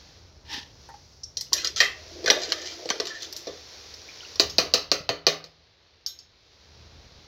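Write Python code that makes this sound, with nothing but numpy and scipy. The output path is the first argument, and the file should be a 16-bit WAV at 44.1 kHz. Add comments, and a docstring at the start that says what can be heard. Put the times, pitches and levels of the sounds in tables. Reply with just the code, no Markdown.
"""A steel ladle stirs a simmering curry in an open pressure cooker, close to the microphone in a small kitchen.
It knocks (contact noise and ringing modes), scrapes (clumped tiny slips and squeaky chirps) and squeals (noise
through a resonance) while the gravy sloshes and drips as pitched bubbles; raps on the rim shake it clean, and it
clinks as it is taken away. The pot hisses with filtered noise and bursts over a low rumble with two wavering tones.
A brushing slide and a double bump on something hollow come early, and dull handling thumps stand apart."""
import sys
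import numpy as np
from scipy import signal
from scipy.fft import rfft, irfft
from scipy.io import wavfile
from scipy.ndimage import uniform_filter1d, minimum_filter1d

SR = 44100
rng = np.random.default_rng(int(sys.argv[2]) if len(sys.argv) > 2 else 0)


def to_wav(sig):
    """Store sig (one row per channel, or 1-D mono) as 16-bit WAV at the path in sys.argv[1].

    Samples outside -1..1 are clipped; the rate is SR.
    """
    pcm = np.clip(np.atleast_2d(sig), -1, 1) * 32767
    pcm = np.round(pcm).astype(np.int16)
    wavfile.write(sys.argv[1], SR, pcm.T)  # frames by channels


N = 320607
TIME = np.arange(N) / SR  # seconds, whole scene
RING = np.arange(SR // 2) / SR  # seconds, one half-second sound

# modes of the filled pot: mode_hz [Hz], level_db [relative dB], t60_s [s]
POT_MODES = [(159.5, -10, 0.74), (290, -5, 0.37), (414, -2.5, 0.28), (489, 0, 0.16), (564, -2.5, .14),
             (669.5, 1, 0.21), (1178, -5.5, 0.27), (1555, -15.5, 0.14), (1764, 2.5, 0.23),
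             (1850, 2.5, 0.19), (1983, 2, 0.25), (2020, -1, 0.31), (2450, 3, .2), (3160, 1, 0.21),
             (3640, -6, 0.13), (3900, 2.5, 0.097), (4155, 5.5, 0.12), (4360, 2, 0.093), (4860, 3.5, 0.081),
             (5280, -14, 0.14)]


def amp(db):
    """Decibels to gain."""
    return 10 ** (np.asarray(db) / 20)


def rms(x):
    """Root mean square."""
    return np.sqrt(np.mean(x ** 2) + 1e-20)


def evened(x):
    """Scales to rms 1."""
    return x / rms(x)


def attack(x, size=1100):
    """Scales a sound so that its opening samples, 25 ms by default, have rms 1."""
    return x / rms(x[:size])


def read(points, hz):
    """Reads a table on a log-frequency axis."""
    point_hz, value = np.transpose(points)
    return np.interp(np.log(hz + 1), np.log(point_hz + 1), value)


def level(rows):
    """Gain over time from a dB curve, dropping to -120 dB outside the rows."""
    s, db = np.transpose(rows)
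    return amp(np.interp(TIME, s, db, left=-120, right=-120))


def held(length_s, rise_s, fall_s):
    """Linear attack, hold and exponential release."""
    rise = np.minimum(TIME / rise_s, 1)
    return rise * np.exp(-np.maximum(TIME - length_s, 0) / fall_s)


def drift(per_s):
    """Slow random wander of rms 1, with per_s random points a second."""
    knots = rng.standard_normal(int(TIME[-1] * per_s) + 2)
    return evened(np.interp(TIME * per_s, np.arange(len(knots)), knots))


def add(mix, start_s, sound):
    """Mixes a sound in at its start time."""
    part = mix[max(round(start_s * SR), 0):][:len(sound)]
    part += sound[:len(part)]


def coloured(x, points, size=4096):
    """Causal filter with the given spectrum."""
    log_gain = np.log(amp(read(points, abs(np.fft.fftfreq(size, 1 / SR)))))
    taps = np.fft.ifft(np.exp(np.conj(signal.hilbert(log_gain)))).real
    return signal.fftconvolve(x, taps[:size // 2])[:len(x)]


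def rippled(x, depth_db, step_hz=130):
    """Every point of contact favours its own patches of the spectrum."""
    hz = np.arange(0, SR / 2, step_hz)
    ripple_db = depth_db * rng.standard_normal(len(hz))
    return coloured(x, np.column_stack([hz, ripple_db]))


def band_passed(x, low_hz, high_hz):
    """Keeps one band of the spectrum."""
    return signal.sosfilt(signal.butter(4, (low_hz, high_hz), "bandpass", fs=SR, output="sos"), x)


def ringing(modes, spread_db):
    """Dying sine modes; each point of contact favours them differently."""
    hz, db, t60_s = np.transpose(modes)[:, :, None]
    luck = rng.standard_normal(hz.shape)
    turn = rng.random(hz.shape)
    fade = np.exp(-np.log(1000) * RING / t60_s)
    tones = np.sin(2 * np.pi * (hz * RING + turn))
    return (amp(db + spread_db * luck) * fade * tones).sum(0)


def rising_ring(hz, cycles, rise):
    """A short resonance that dies within a few cycles' scale while its pitch rises."""
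    age = RING[:6000] * hz / cycles
    swell = 1 - np.exp(-8 * age)
    rising_phase = 2 * np.pi * cycles * (age + rise * (age - 1 + np.exp(-age)))
    return np.exp(-age) * swell * np.sin(rising_phase)


def kitchen_tail():
    """Dense reflections, each band dying at its own speed."""
    # the kitchen's reverberation: band_hz [Hz], t60_s [s]
    kitchen = [(150, 0.091), (530, 0.37), (1400, 0.37), (4000, 0.31), (7000, 0.21), (14000, 0.26)]
    hz, t, z = signal.stft(rng.standard_normal(len(RING)), SR, nperseg=256)
    fade = np.exp(-np.log(1000) * t / read(kitchen, hz)[:, None])
    return signal.istft(z * fade, SR, nperseg=256)[1][:len(RING)]


def in_kitchen(x, wet_db):
    """A sound together with its reverberation."""
    tail = kitchen_tail()
    tail = tail / np.linalg.norm(tail)
    return x + amp(wet_db) * signal.fftconvolve(x, tail)[:len(x)]


def blows(rows, modes, colour, contact_hz, modes_db, tail_db, clatter_s, snap_s, snap_db, ripple_db, detune):
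    """Each blow: a contact snap, a fast clatter of dense modes, ringing modes and the kitchen's tail."""
    # limits of the thud, wall, edge and fizz bands: edge_hz [Hz]
    band_edges = [120, 850, 3300, 8500, 16500]
    out = np.zeros(N)
    for start_s, bands_db, ring_db in rows:
        snap = (RING / snap_s) ** 2 * np.exp(-RING / snap_s) * np.sin(2 * np.pi * contact_hz * RING)
        snap = attack(coloured(snap, colour))

        clatter = rng.standard_normal(len(RING)) * np.exp(-RING / clatter_s)
        clatter = attack(rippled(coloured(clatter, colour), ripple_db))

        tail = kitchen_tail() * (1 - np.exp(-RING / 0.00095))
        tail = attack(rippled(coloured(tail, colour), 0.85 * ripple_db))

        # moving gravy and the grip of the hand shift the modes a little from blow to blow
        loaded = [(hz * (1 + detune * rng.uniform(-0.85, 1)), db, t60_s) for hz, db, t60_s in modes]
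        ring = attack(coloured(ringing(loaded, spread_db=1), colour))

        blow = amp(snap_db) * snap + clatter
        blow += amp(tail_db + 0.64 * ring_db) * tail  # the tail partly follows the ring
        blow += amp(modes_db + ring_db) * ring
        # where and how hard the ladle lands sets the share of bottom thud, wall, edge and fizz
        for low_hz, high_hz, db in zip(band_edges, band_edges[1:], bands_db):
            add(out, start_s, amp(db) * attack(band_passed(blow, low_hz, high_hz)))
    return out


def stove():
    """Low rumble with a wavering hum, and the hiss of countless small bubbles bursting in the hot pot."""
    # spectrum of the rumble noise: band_hz [Hz], level_db [relative dB]
    rumble_colour = [(20, -22), (36, -27.5), (49, -10.5), (62, -6.5), (78, -3.5), (92, -5.5), (150, -13.5),
                     (230, -20), (500, -21), (1500, -32), (6000, -66)]
    # rumble over time: time_s [s], level_db [relative dB]
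    rumble_curve = [(0.0, -57.5), (0.6, -55.5), (1.21, -59.5), (1.78, -54.5), (2.97, -65), (3.24, -63),
                    (3.77, -62), (4.27, -61.5), (4.46, -51.5), (5.73, -70), (6.48, -67.5), (6.84, -54.5),
                    (7.27, -57)]
    # low tones in the rumble: pitch_hz [Hz], level_db [mean dB against the rumble noise]
    hum = [(50, -13.5), (78, -5.5)]
    # spectrum of the hiss: band_hz [Hz], level_db [relative dB]
    hiss_colour = [(120, -27.5), (280, -6), (450, 1), (650, -4.5), (1300, -8), (2100, -5), (2900, -6.5),
                   (4300, 1), (5800, 0.5), (6900, -11.5), (8300, -37), (11000, -27.5), (15500, -28.5)]
    # hiss over time, livelier while the pot is stirred: time_s [s], level_db [dB]
    hiss_curve = [(0, -51.5), (.45, -61.5), (.85, -55.5), (1.35, -62.5), (2.0, -48.5), (2.5, -43),
                  (3.5, -47.5), (4.35, -45.5), (5.06, -58.5), (6.35, -59.5), (6.7, -54), (7.27, -53)]
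    # treble of the hiss against its body: time_s [s], treble_db [dB]
    treble_curve = [(0, -2), (1.3, 4.5), (2, 0), (4.6, 0), (5.1, -10), (6.2, -10.5), (6.55, -5), (7.27, -5)]
    rumble_db, bursts_per_s, fizz_db, split_hz = 3.0, 700, -8, 4700

    spectrum = rfft(rng.standard_normal(N)) * amp(read(rumble_colour, np.fft.rfftfreq(N, 1 / SR)))
    rumble = evened(irfft(spectrum, N))
    for hz, db in hum:
        waver = amp(db + 2 * drift(per_s=9))
        rumble += waver * np.sqrt(2) * np.sin(2 * np.pi * hz * TIME + drift(per_s=4.5))

    bursts = (rng.random(N) < bursts_per_s / SR) * rng.standard_normal(N)
    steady = rng.standard_normal(N) * amp(0.49 * drift(per_s=21))
    hiss = evened(coloured(steady + amp(fizz_db) * evened(bursts), hiss_colour))
    treble = signal.sosfiltfilt(signal.butter(6, split_hz, "highpass", fs=SR, output="sos"), hiss)
    hiss = hiss - treble + level(treble_curve) * treble
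    return amp(rumble_db) * level(rumble_curve) * evened(rumble) + level(hiss_curve) * hiss


def slide():
    """A soft rub with a hollow note in it, then a double bump that stirs the same note."""
    # the rub over time: time_s [s], level_db [dB]
    rub_curve = [(0.45, -55.5), (0.542, -30), (0.72, -63)]
    # spectrum of the rub: band_hz [Hz], level_db [relative dB]
    rub_colour = [(88, -59), (150, -25), (315, -10), (759, -33), (905, 5), (1020, -12.5), (1420, -18.5),
                  (1760, -1), (2180, -12), (3040, -4.5), (5570, -6.5), (8400, -38), (16000, -37)]
    # modes of the hollow thing: mode_hz [Hz], level_db [relative dB], t60_s [s]
    hollow_modes = [(822, 1, .2), (905, 0, .15), (1804, -14, .08), (1915, -12, .08)]
    # soft bumps: start_s [s], ring_db [dB]
    bumps = [(.889, -48), (.94, -50)]
    hollow_db, bump_decay_s, thud_db = -13, 0.011, -9

    rub = rng.standard_normal(N) * amp(1.4 * drift(per_s=90))
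    hollow = ringing(hollow_modes, spread_db=0)
    note = signal.fftconvolve(rub, hollow)[:N]
    out = level(rub_curve) * (evened(coloured(rub, rub_colour)) + amp(hollow_db) * evened(note))
    for start_s, db in bumps:
        push = rng.standard_normal(len(RING)) * np.exp(-RING / bump_decay_s)
        thud = band_passed(push, 300, 2000)
        ring = attack(signal.fftconvolve(push, hollow), size=2200)
        add(out, start_s, amp(db) * ring)
        add(out, start_s, amp(db + thud_db) * attack(thud))
    return out


def thumps():
    """Soft low bumps that die within a few cycles."""
    # dull handling thumps: start_s [s], level_db [dB before the envelope], pitch_hz [Hz]
    thump_rows = [(.578, -32.5, 256), (5.005, -32.5, 156), (7.185, -38, 114)]
    envelope = RING / 0.0051 * np.exp(1 - RING / 0.0027)
    out = np.zeros(N)
    for start_s, db, hz in thump_rows:
        add(out, start_s, amp(db) * envelope * np.sin(2 * np.pi * hz * RING))
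    return out


def squeals():
    """Uneven stick and slip drives one resonance of the metal into a short, rough squeal."""
    # a patch of the wall sings: start_s [s], length_s [s], level_db [dB before reverberation], pitch_hz [Hz]
    squeal_rows = [(1.233, 0.011, -34, 5530), (1.534, 0.035, -44, 1850), (1.803, 0.012, -18.5, 1852),
                   (1.826, 0.038, -30, 2000), (2.274, 0.0094, -22.5, 1580), (2.524, 0.15, -51, 1810),
                   (3.104, .08, -42.5, 1793)]
    width = 0.1  # width of each filter pass as a share of the pitch
    out = np.zeros(N)
    for start_s, length_s, db, hz in squeal_rows:
        b, a = signal.iirpeak(hz, 1 / width, fs=SR)
        once = signal.lfilter(b, a, rng.standard_normal(N))
        song = signal.lfilter(b, a, once)[-len(RING):]  # the settled end of the resonance
        song = attack(song, size=round(length_s * SR))
        envelope = held(length_s, rise_s=0.002, fall_s=0.006)[:len(RING)]
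        add(out, start_s, amp(db) * song * envelope)
    return in_kitchen(out, wet_db=-7)


def clinks():
    """The ladle rings by itself, with hardly any sound from the pot."""
    # light touches: start_s [s], strength_db [dB], fizz_db [dB against the strength]
    touches = [(1.2335, -45, -27.5), (4.498, -37.5, -19), (6.0625, -29.5, -16.5), (6.189, -46.5, -26)]
    # modes of the ladle: mode_hz [Hz], level_db [relative dB], t60_s [s]
    ladle_modes = [(4100, -11.5, .23), (4350, 7, .12), (4700, 20.5, 0.1), (4980, 1, .25),
                   (5680, -17.5, .17), (5340, 20.5, 0.12), (5370, 11, 0.33), (6500, 6.5, 0.31),
                   (10400, -7.5, .22), (13430, 3, .25)]
    # spectrum of a clink: band_hz [Hz], level_db [relative dB]
    clink_colour = [(120, -28), (2500, -11.5), (3500, -4), (5200, -2), (6400, 1), (7600, -23.5),
                    (9000, -45), (13400, -21), (16000, -35.5)]
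    thud_db, wall_db, edge_db, ring_db = -48, -27.5, 0, -3.5
    rows = []
    for start_s, db, fizz_db in touches:
        rows.append((start_s, db + np.array([thud_db, wall_db, edge_db, fizz_db]), ring_db))
    return blows(rows, ladle_modes, clink_colour, contact_hz=5200, modes_db=6, tail_db=0,
                 clatter_s=0.0041, snap_s=0.0004, snap_db=4, ripple_db=8, detune=0)


def knocks():
    """The depth at which the ladle strikes the pot sets the balance of thud, wall, edge and fizz."""
    # ladle against the pot: start_s [s], strength_db [dB], depth [0-1], ring_db [dB on the modes]
    strikes = [(1.37, -30.5, 0.11, -1), (1.4095, -33, 0.02, -5), (1.531, -19.5, 0.01, -4),
               (1.646, -27.5, 0.34, 3.5), (1.672, -30.5, 0.21, -15), (1.761, -33, .2, 4),
               (1.803, -20.5, 0.51, 2), (2.242, -33, 1, -1), (2.26, -27, 0.65, 5), (2.278, -23, 0.8, 1),
               (2.3008, -14.5, 0.64, -6.5), (2.5206, -27, 0.46, -11), (2.856, -36.5, 0.98, -4),
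               (2.89, -34.5, 0.69, -13), (2.902, -25.5, 0.63, -9), (2.957, -44, 1, -27),
               (3, -24.5, 0.82, -9), (3.054, -40.5, 0.4, -20), (3.07, -37, 0.36, -9),
               (3.222, -39.5, 0.08, 0), (3.326, -39, 0, -11), (3.364, -37.5, 0, 4), (3.47, -33.5, 0.95, 0),
               (3.939, -46.5, 0.09, -3), (4.357, -42, 0.3, -23)]
    # the dry wall ticks, the wall under the gravy clangs, the bottom thuds:
    # depth [0-1], thud_db, wall_db, edge_db, fizz_db [dB against the strength]
    contact = [(0, -37, -21.5, 0, -12), (.15, -26, -27, 2, -25), (.5, -16.5, 2.5, 0, -20),
               (1, 1, -17, -8.5, -36)]
    # spectrum of a knock: band_hz [Hz], level_db [relative dB]
    knock_colour = [(71, -48), (120, -23.5), (278, -17.5), (445, -3.5), (727, -14.5), (930, -20),
                    (1190, -13.5), (1370, -17.5), (1980, -12), (2700, -15), (3820, -7), (5750, 1.5),
                    (8840, -37), (13600, -27), (16000, -40.5)]
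    depths, *shares = np.transpose(contact)
    rows = []
    for start_s, db, depth, ring_db in strikes:
        bands_db = [db + np.interp(depth, depths, share) for share in shares]
        rows.append((start_s, bands_db, ring_db))
    return blows(rows, POT_MODES, knock_colour, contact_hz=4430, modes_db=-5.0, tail_db=-3.5,
                 clatter_s=0.0049, snap_s=0.00027, snap_db=-3.5, ripple_db=6.5, detune=0.0076)


def drips():
    """Single drops plink into the gravy, each a short ring of rising pitch."""
    # drops falling back: start_s [s], level_db [relative dB], pitch_hz [Hz at the start]
    drops = [(1.4686, -45.5, 2670), (1.524, -26.5, 997), (4.088, -29.5, 2200), (4.206, -29, 2880),
             (4.2304, -40, 1335), (4.2493, -31.5, 2610)]
    gain_db = -2
    out = np.zeros(N)
    for start_s, db, hz in drops:
        add(out, start_s, amp(db + gain_db) * rising_ring(hz, cycles=9.5, rise=0.15))
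    return in_kitchen(out, wet_db=-6.0)


def slosh():
    """Thick gravy folds over the ladle in a crowd of short, dull bubbles; each rises in pitch near the surface."""
    # the moving gravy over time: time_s [s], level_db [relative dB]
    gravy_curve = [(1.52, -49.5), (1.74, -58), (1.88, -63.5), (2.2, -49), (2.34, -38.5), (2.65, -54),
                   (2.94, -48.5), (3.54, -63.5), (3.65, -85)]
    bubbles_per_s, gain_db = 9, 4  # the rate is for each pitch
    out = np.zeros(N)
    for hz in np.geomspace(310, 680, 16):
        size_db = 2.5 * np.minimum(rng.exponential(1, N), 3)
        pops = (rng.random(N) < bubbles_per_s / SR) * amp(size_db)
        out += signal.oaconvolve(pops, rising_ring(hz, cycles=4.3, rise=0.12))[:N]
    return amp(gain_db) * level(gravy_curve) * evened(in_kitchen(out, wet_db=-1.5))


def pressure():
    """How hard the ladle's edge bears on the wall: each stroke grips, eases off and lifts away."""
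    # the edge dragged along the wall: start_s [s], length_s [s], level_db [relative dB at the grip]
    strokes = [(1.52, 0.16, -35), (1.76, 0.073, -27.5), (2.335, 0.41, -37.5), (3.073, 0.17, -38)]
    ease_db_per_s = -4.5
    out = np.zeros(N)
    for start_s, length_s, db in strokes:
        easing = amp(db + ease_db_per_s * TIME)
        add(out, start_s, easing * held(length_s, rise_s=0.008, fall_s=0.022))
    return out


def scrape():
    """Tiny slips of the ladle's edge come in clumps and ring the pot's wall, with tiny squeaky chirps among them."""
    # spectrum of the slips: band_hz [Hz], level_db [relative dB]
    scrape_colour = [(500, -34.5), (1000, -19), (1450, -10), (1850, -9), (2400, -13), (3000, 0.5),
                     (4200, 2), (6000, 3), (7300, -8), (8800, -36), (13500, -29)]
    slips_per_s, chirps_per_s = 900, 14  # chirps are for each pitch
    modes_db, chirps_db, gain_db = -5, -6, -1

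    # the slow wander clumps the slips and the chirps alike
    size_db = 4.5 * np.minimum(rng.exponential(1, N), 3.5) + 3.5 * drift(per_s=45)
    clicks = (rng.random(N) < slips_per_s / SR) * rng.choice([-1, 1], N) * amp(size_db)
    slips = coloured(clicks, scrape_colour)
    wall = signal.fftconvolve(slips, ringing(POT_MODES, spread_db=3.0))[:N]
    chirps = np.zeros(N)
    for hz in np.geomspace(1300, 6500, 26):
        squeaks = (rng.random(N) < chirps_per_s / SR) * amp(size_db)
        chirps += signal.oaconvolve(squeaks, rising_ring(hz, cycles=22, rise=0.027))[:N]
    near = evened(in_kitchen(evened(slips) + amp(chirps_db) * evened(chirps), wet_db=-3.5))
    return amp(gain_db) * pressure() * evened(near + amp(modes_db) * evened(wall))


def raps():
    """Blows on the rim, each with a small rebound; the bite of the edge adds treble."""
    # raps and one last light touch: start_s [s], strength_db [dB], bite_db [dB on edge and fizz]
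    rim_hits = [(4.397, -25.5, 0.5), (4.583, -25, -1), (4.738, -26.5, 1.5), (4.9158, -28, -1),
                (5.091, -27.5, -11), (5.267, -23, -2), (5.441, -53.5, -1)]
    # balance of a rap before its bite: thud_db, wall_db, edge_db, fizz_db [dB against the strength]
    rap_shares = [0, -1, 9, -8]
    # spectrum of a rap: band_hz [Hz], level_db [relative dB]
    rap_colour = [(100, -14.5), (250, -9), (520, -1), (880, -13.5), (1200, -0.5), (1550, -6), (2000, -4.5),
                  (3000, 1.5), (3350, -8), (3950, 6), (4300, 8.5), (5200, 7), (6400, 1.5), (7200, -16),
                  (8800, -37), (14000, -30)]
    ring_db, rebound_s, rebound_db = -2.5, 0.018, -16
    rows = []
    for start_s, db, bite_db in rim_hits:
        bands_db = db + np.array(rap_shares) + [0, 0, bite_db, bite_db]
        rows.append((start_s, bands_db, ring_db))
        rows.append((start_s + rebound_s, bands_db + rebound_db, ring_db))  # the ladle lands once more
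    return blows(rows, POT_MODES, rap_colour, contact_hz=4460, modes_db=-1.5, tail_db=-2,
                 clatter_s=0.0069, snap_s=0.00015, snap_db=3.0, ripple_db=4.0, detune=0.003)


def scene():
    """All sources reach one microphone, heard alike in both ears."""
    ladle = knocks() + raps() + clinks() + scrape() + squeals()
    gravy = slosh() + drips()
    mono = ladle + gravy + thumps() + slide() + stove()
    return np.array([mono, mono])


def record(dry):
    """A fast limiter holds the hardest peaks at full scale; then a low-pass sets the band limit."""
    edge_hz = 15900
    allowed = 1 / np.maximum(abs(dry).max(0), 1)
    limited = dry * uniform_filter1d(minimum_filter1d(allowed, size=45), size=45)
    low_pass = signal.firwin(511, edge_hz, window=("kaiser", 9), fs=SR)
    return signal.oaconvolve(limited, low_pass[None], "same")


dry = scene()
out = record(dry)
to_wav(out)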